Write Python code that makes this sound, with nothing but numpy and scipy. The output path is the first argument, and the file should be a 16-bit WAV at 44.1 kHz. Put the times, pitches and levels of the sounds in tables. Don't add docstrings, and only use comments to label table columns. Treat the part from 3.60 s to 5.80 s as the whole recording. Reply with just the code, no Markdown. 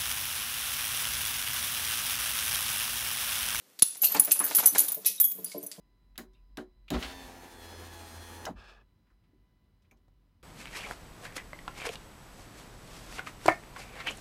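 import sys
import numpy as np
from scipy import signal
from scipy.fft import rfft, irfft, next_fast_len
from scipy.io import wavfile
from scipy.ndimage import uniform_filter1d, map_coordinates

SR = 44100
rng = np.random.default_rng(int(sys.argv[2]) if len(sys.argv) > 2 else 0)


def level_to_linear(level):
    exponent = np.asarray(level, float) / 20
    return 10 ** exponent


def log_audio(samples):
    frames = np.atleast_2d(samples).T
    limited = np.clip(frames, -1, 1)
    pcm = np.round(limited * 32767).astype(np.int16)
    wavfile.write(sys.argv[1], SR, pcm)


N = 97020


def unit(x):
    return x / np.sqrt(np.mean(x ** 2) + 1e-20)


def along(points, hz):
    point_hz, value = np.transpose(points)
    return np.interp(np.log(hz + 1), np.log(point_hz + 1), value)


def filtered(x, response):
    m = next_fast_len(len(x) + 8192)
    return irfft(rfft(x, m) * response(np.fft.rfftfreq(m, 1 / SR)), m)[:len(x)]


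def add(track, start_s, x):
    part = track[round(start_s * SR):][:len(x)]
    part += x[:len(part)]


def ring(modes, strikes, rise_s, free_db, shiver_rad, size=N):
    choke_t60_s = 0.023
    out = np.zeros(size)
    t = np.arange(SR // 4) / SR
    hz, level_db, t60_s = np.transpose(modes)[..., None]
    free = level_to_linear(free_db - 60 * t / np.maximum(t60_s, 0.01))
    choked = (1 - level_to_linear(free_db)) * level_to_linear(-60 * t / choke_t60_s)
    fade = level_to_linear(level_db) * (free + choked) * (1 - np.exp(-t / rise_s))
    drift = rng.standard_normal((len(hz), size + len(t)))
    drift = uniform_filter1d(uniform_filter1d(drift, size=150), size=150)
    drift = shiver_rad * unit(drift)
    for start_s, db, phase, detune in strikes:
        wander = drift[:, round(start_s * SR):][:, :len(t)]
        tones = np.sin(2 * np.pi * (hz * detune * t + phase[:, None]) + wander)
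        add(out, start_s, level_to_linear(db) @ (fade * tones))
    return out


def bursts(rows, spectrum, q, broad_db, spiky, tick):
    swell = 0.11
    out = np.zeros(N)
    t = np.arange(SR // 6) / SR
    noise = rng.standard_normal((len(rows), 2, len(t)))
    for (start_s, db, hz, length_s), (hiss, bumps) in zip(rows, noise):
        grit = unit(hiss * np.exp(spiky * uniform_filter1d(bumps, size=9)))
        rise = 1 - np.exp(-t / (0.0002 + swell * length_s))
        shape = np.exp(-t / max(length_s, 0.001)) * rise

        def colour(f):
            damping = 1j * f * hz / q
            peak = damping / (hz * hz - f * f + damping)
            return peak ** 2 + level_to_linear(broad_db + along(spectrum, f)) / np.sqrt(q)

        x = filtered(grit * shape + tick * (t == 0), colour)
        add(out, start_s, level_to_linear(db) * x / np.abs(x).max())
    return out


# frequency in Hz, level in dB per Hz.
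AIR_COLOUR = [(24, -40), (60, -26), (130, -10), (300, -8.5), (562, -12.5), (704, -18.5), (15500, -22.5)]


def still_air():
    noise = rng.standard_normal(N)
    return level_to_linear(-62) * unit(filtered(noise, lambda f: level_to_linear(along(AIR_COLOUR, f))))


# frequency in Hz, t60 in s.
HALL_T60 = [(200, 0.08), (2000, 0.47), (8000, 0.51), (15000, 0.32)]


def hall(near):
    wet_db, delay_s = -12.5, 0.005
    out = np.zeros(N)
    step = SR // 5
    for i in range(0, N, step):
        hz, t, z = signal.stft(rng.standard_normal(SR // 2), SR, nperseg=256)
        decay = level_to_linear(-60 * t / along(HALL_T60, hz)[:, None])
        tail = signal.istft(z * decay, SR, nperseg=256)[1]
        tail /= np.linalg.norm(tail)
        add(out, i / SR + delay_s, signal.fftconvolve(near[i:i + step], tail))
    return level_to_linear(wet_db) * out


# time in s, rubbing level in dB.
DRAG_LEVEL = [(.17, -99), (.34, -61), (.40, -53.5), (.46, -44), (.70, -46.5), (0.996, -33), (1.10, -47),
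              (1.218, -37), (1.399, -52.5), (1.52, -65), (1.78, -60), (1.90, -58), (2.2, -67)]
# frequency in Hz, level in dB.
RUB_COLOUR = [(60, -28), (140, -0.5), (300, -4), (1000, -3), (2500, -3.5), (4200, 2), (15000, 2.5)]


def drag():
    grains_per_s, grain_db, hiss_level = 2200, 2.6, 0.8
    pitch_hz, pitch_spread, grain_cycles = 2000, 0.9, 3
    lump_db, lumps_per_s = 3.5, 30
    when, pitch, size = rng.random((3, round(grains_per_s * N / SR)))
    hz = pitch_hz * np.exp(pitch_spread * 3.92 * (pitch - 0.5))
    hz = np.clip(hz, 100, SR / 3)[:, None]
    t = np.arange(400) / SR
    level = level_to_linear(-grain_db * np.log(size + 0.011))[:, None] * np.sqrt(hz)
    grain = level * np.exp(-t * hz / grain_cycles * 2) * np.sin(2 * np.pi * hz * t)
    place = (when * N).astype(int)[:, None] + np.arange(len(t))
    grains = np.bincount(place.ravel(), grain.ravel(), minlength=N)[:N]
    lump_curve = map_coordinates(rng.standard_normal(80), [np.arange(N) * lumps_per_s / SR])
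    texture = unit(grains) + hiss_level * rng.standard_normal(N)
    rub = filtered(texture, lambda f: level_to_linear(along(RUB_COLOUR, f)))
    time_s, level_db = np.transpose(DRAG_LEVEL)
    motion_db = np.interp(np.arange(N) / SR, time_s, level_db)
    return level_to_linear(motion_db) * unit(level_to_linear(lump_db * lump_curve) * rub)


# start in s, peak in dB, wall struck in Hz.
BOX_BOOMS = [(.55, -32, 292), (0.68, -44, 292), (.805, -40.5, 292), (1.121, -42.5, 280),
             (1.199, -44.5, 280), (1.27, -52, 292), (1.365, -41.5, 600), (1.378, -45.5, 438),
             (1.439, -53.5, 430), (1.401, -55.5, 186), (1.492, -50.5, 430), (1.50, -55.5, 186),
             (1.645, -57.5, 186), (1.711, -58, 186), (1.747, -50.5, 186), (1.783, -42, 459.5),
             (1.821, -52, 186), (1.861, -49.5, 186), (1.945, -31.5, 600), (1.965, -33.5, 383),
             (2.03, -42, 622), (2.07, -52, 450), (2.12, -57, 613), (2.18, -39.5, 186)]
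# frequency in Hz, level in dB, t60 in s.
BOX_MODES = [(186, 3.5, 0.23), (292, 0.5, 0.24), (372.6, -2.5, 0.18), (442.7, 5.5, .1), (600, -0.5, 0.12),
             (656.4, -2.5, 0.13), (865, -8, 0.097), (1010, -4.5, 0.084)]


def box_booms():
    boom_db, favour_db, reach_hz, scatter_db = -7, 9, 60, 1.5
    hz = np.transpose(BOX_MODES)[0]
    chance = rng.standard_normal((len(BOX_BOOMS), 2, len(hz)))
    strikes = []
    for (start_s, db, wall_hz), (scatter, phase) in zip(BOX_BOOMS, chance):
        favour = favour_db * np.exp(-((hz - wall_hz) / reach_hz) ** 2)
        strikes.append((start_s, db + boom_db + favour + scatter_db * scatter, phase / 8, 1))
    return ring(BOX_MODES, strikes, rise_s=0.0051, free_db=-1.46, shiver_rad=0.28)


# start in s, peak in dB, resonance in Hz, length in s.
EDGE_KNOCKS = [(0.2215, -26, 1310, 0.0056), (.285, -57, 1220, 0.0048), (0.354, -43.5, 740, 0.011),
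               (0.432, -26.5, 734, 0.013), (.51, -39, 1050, 0.01), (.522, -34, 1380, 0.0047),
               (0.548, -16, 911.5, 0.02), (0.597, -25.5, 1010, 0.0084), (0.677, -26, 633, 0.013),
               (.718, -30, 1530, 0.0043), (.758, -34, 1080, 0.0057), (0.804, -21.5, 1120, 0.014),
               (.825, -29.5, 1640, 0.031), (0.912, -18, 737, 0.0055), (0.986, -17.5, 1400, 0.0035),
               (1.029, -22.5, 780, 0.019), (1.15, -20.5, 770, 0.01), (1.158, -20.5, 1540, 0.0065),
               (1.602, -53, 1300, 0.0066)]
# frequency in Hz, level in dB.
CARD_COLOUR = [(60, -10), (150, 12.5), (300, 15), (1000, 16.5), (2500, 11.5), (6000, -18.5)]


def box_knocks():
    return bursts(EDGE_KNOCKS, CARD_COLOUR, q=3, broad_db=-14, spiky=1.2, tick=7.1)


def thump():
    start_s, width_s = 0.2255, 0.0008
    u = np.clip((np.arange(N) / SR - start_s) / width_s, 0, 99)
    return level_to_linear(-14.5) * u * (2 - u) * np.exp(-u)


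# start in s, peak in dB, resonance in Hz, scratch length in s.
CLAW_TICKS = [(0.191, -21, 4400, 0.0034), (0.194, -24.5, 4430, 0.0069), (0.2222, -2, 3950, 0.0055),
              (0.414, -27.5, 6250, 0.047), (0.4357, -12.5, 2700, 0.023), (0.5426, -22, 1830, 0.031),
              (0.5648, -15.5, 4500, 0.01), (0.7111, -9, 2690, 0.012), (0.9481, -15.5, 6360, 0.023),
              (1.0369, -17, 6300, 0.0087), (1.1497, -16.5, 2270, 0.015), (1.1793, -12.5, 6470, 0.021),
              (1.4484, -19.5, 3600, 0.026), (1.458, -14.5, 5680, 0.032), (1.8602, -31.5, 4800, 0.061),
              (1.916, -27.5, 4670, 0.013), (2.115, -29.5, 4660, 0.016), (.0833, -56, 12000, .002),
              (.1, -45, 10000, 0.0018), (.1955, -18, 10800, 0.0025), (.328, -38, 5000, .004),
              (.349, -29, 7270, 0.0055), (.3696, -30, 9500, .002), (.916, -30, 10000, .003),
              (1.717, -25, 14000, 0.0023), (1.1498, -30, 12000, .004), (1.285, -21.5, 3630, 0.0043),
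              (1.87, -40, 4500, 0.0045), (1.882, -40, 8500, 0.0044), (2.1156, -20.5, 9700, 0.0026),
              (2.128, -36.5, 9230, .02)]
# frequency in Hz, level in dB.
CLAW_COLOUR = [(1000, -30), (2000, 2), (4000, 11), (8000, 10.5), (15000, 2)]


def claws():
    return bursts(CLAW_TICKS, CLAW_COLOUR, q=4.4, broad_db=-5.5, spiky=1.8, tick=5)


# start in s, level in dB, frequency in Hz, t60 in s.
COLLAR_PINGS = [(.226, -32, 6600, 0.062), (0.2, -48, 4270, 0.067), (0.447, -26, 2750, 0.029),
                (0.47, -24, 4370, 0.035), (0.72, -20.5, 8530, 0.11), (0.71, -20.5, 6200, 0.038),
                (.45, -15, 13290, .15), (.519, -17, 11800, 0.05), (1.059, -21.5, 6100, 0.053),
                (1.182, -25, 7200, 0.13), (0.835, -32.5, 6400, 0.064), (0.99, -12, 11800, .05),
                (1.088, -22, 6100, 0.058), (1.459, -33, 2552, 0.14), (1.462, -28.5, 4000, .1),
                (1.472, -17, 13000, .03), (1.58, -40, 3795, 0.23), (1.606, -48, 3310, 0.48),
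                (1.601, -17, 13350, 0.22), (1.603, -21, 14960, 0.4), (1.633, -35.5, 3330, 0.18),
                (1.76, -66, 3310, 0.73), (1.846, -41.5, 6000, 0.043), (1.862, -39, 4800, .05),
                (1.642, -15, 11770, 0.17), (1.644, -38.5, 6600, 0.33), (1.788, -38.5, 11500, 0.11),
                (1.918, -38.5, 2180, 0.047), (2.0, -55, 9000, 0.084), (2.013, -46, 8800, 0.083),
                (1.98, -28.5, 11650, 0.052), (2.03, -50, 6050, .08), (2.065, -43, 6050, 0.05),
                (1.085, -34, 9000, .02)]


def pings():
    out = np.zeros(N)
    for start_s, db, hz, t60_s in COLLAR_PINGS:
        strike = (0, [db], np.zeros(1), 1)
        tone = ring([(hz, 0, t60_s)], [strike], 0.00058, -3.45, shiver_rad=0.3, size=SR // 4)
        add(out, start_s, tone)
    return out


# start in s, peak in dB, part of the shell struck in Hz, rattle in s.
COLLAR_JERKS = [(2.028, -33.5, 10200, 0.0068), (0.188, -50, 13300, 0.005), (0.1945, -47, 10500, 0.0031),
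                (0.222, -4, 10600, 0.0068), (0.3694, -34, 10200, .01), (0.4184, -11, 12200, 0.028),
                (0.446, -9, 13300, 0.022), (0.5202, -22, 11500, 0.003), (0.544, -21, 14200, 0.012),
                (0.596, -3, 10200, 0.0089), (0.647, -18, 14400, 0.0095), (0.7167, -6, 10800, 0.011),
                (0.7919, -13, 10300, 0.013), (0.841, -16, 14270, 0.025), (0.949, -7, 10700, 0.045),
                (1.058, -2.5, 12300, 0.0056), (1.0703, -5.5, 12000, 0.015), (1.094, -41, 10600, 0.0092),
                (1.1823, -4.5, 11060, 0.033), (1.282, -17.5, 10660, 0.0048), (1.319, -16, 14600, 0.0069),
                (1.345, -22, 14300, 0.004), (1.4597, -9, 10980, 0.015), (1.6, -6.5, 14130, 0.018),
                (1.641, -16.5, 11800, 0.022), (1.715, -22, 14700, 0.0097), (1.833, -43, 13400, 0.011),
                (1.8444, -20, 9800, 0.0041), (2.036, -30.5, 13290, 0.0085), (2.0642, -28, 10660, 0.0075)]
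SHELL_MODE_HZ = [10890, 6022, 6628, 8540, 10200, 10290, 11670, 11785, 11860, 13170, 13290, 14560, 14780,
                 14960]
# level in dB, t60 in s.
SHELL_MODE_DECAY = [(-25, 0.05), (-24, 0.08), (-22, 0.24), (-31, 0.09), (-1.5, 0.092), (-4, 0.28),
                    (-2.5, 0.041), (-8, 0.13), (0.5, 0.16), (-23, 0.11), (0, 0.21), (-3.5, 0.089),
                    (-1.5, 0.054), (-6.5, 0.24)]
# time in s, lasting ring in dB.
BELL_FREEDOM = [(.18, -6), (.222, -26), (.37, 0), (.45, -10), (.597, -6), (.72, -1), (.85, 4), (.95, 2.5),
                (1.07, -7), (1.18, 4), (1.32, -3), (1.46, 2), (1.6, 7.5), (1.85, -4), (2.1, -5)]
# frequency in Hz, level in dB.
CLICK_COLOUR = [(1500, -17), (5000, -11), (8000, 3), (11000, 1.5), (15000, 1.5)]


def bell():
    count, rattle_loss_db, bell_db = 10, 10.5, -0.5
    click_db, click_length_s = -5.5, 0.004
    favour_db, favour_hz, detune = 10, 700, 0.003
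    jerk_scatter_db, strike_scatter_db = 4.5, 4
    free_db = -12
    hz = np.array(SHELL_MODE_HZ)
    modes = np.column_stack([hz, SHELL_MODE_DECAY])
    hang_s, hang_db = np.transpose(BELL_FREEDOM)
    out, clicks = np.zeros(N), []
    for start_s, db, part_hz, rattle_s in COLLAR_JERKS:
        jitter = rng.random(count)
        jitter[0] = 0
        steps = (np.arange(count) + jitter) / count
        lift = favour_db * np.exp(-((hz - part_hz) / favour_hz) ** 2)
        lift = lift + jerk_scatter_db * rng.standard_normal(len(hz))
        strikes = []
        for step in steps:
            scatter = rng.standard_normal(len(hz))
            strike_db = lift - rattle_loss_db * step + strike_scatter_db * scatter
            strikes.append((rattle_s * step, strike_db, rng.random(len(hz)), 1 + detune * scatter[0]))
        lasting_db = min(free_db + np.interp(start_s, hang_s, hang_db), -1)
        jingle = ring(modes, strikes, 0.00018, lasting_db, shiver_rad=0.63, size=SR // 3)
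        add(out, start_s, level_to_linear(db + bell_db) * jingle / np.abs(jingle).max())
        for step in steps[::3]:
            peak_db = db + click_db - rattle_loss_db * step
            clicks.append((start_s + rattle_s * step, peak_db, part_hz, click_length_s))
    return out + bursts(clicks, CLICK_COLOUR, q=6.6, broad_db=1.6, spiky=0.61, tick=0.91)


def scene():
    near = box_booms() + box_knocks() + claws() + pings() + bell()
    return (still_air() + hall(near) + drag() + thump() + near)[None]


def roll_off(x):
    return signal.sosfilt(signal.butter(12, 16620, fs=SR, output="sos"), x)


def record(dry):
    low_hz, top_hz, edge_hz, edge_db = 123, 15230, 250, -36

    def microphone(f):
        bass_cut = (1j * f / (low_hz + 1j * f)) ** 2
        return bass_cut * level_to_linear(edge_db * np.clip((f - top_hz) / edge_hz, 0, 1))

    mix = filtered(dry[0], microphone)[None]
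    return roll_off(mix)


dry = scene()
out = record(dry)
log_audio(out)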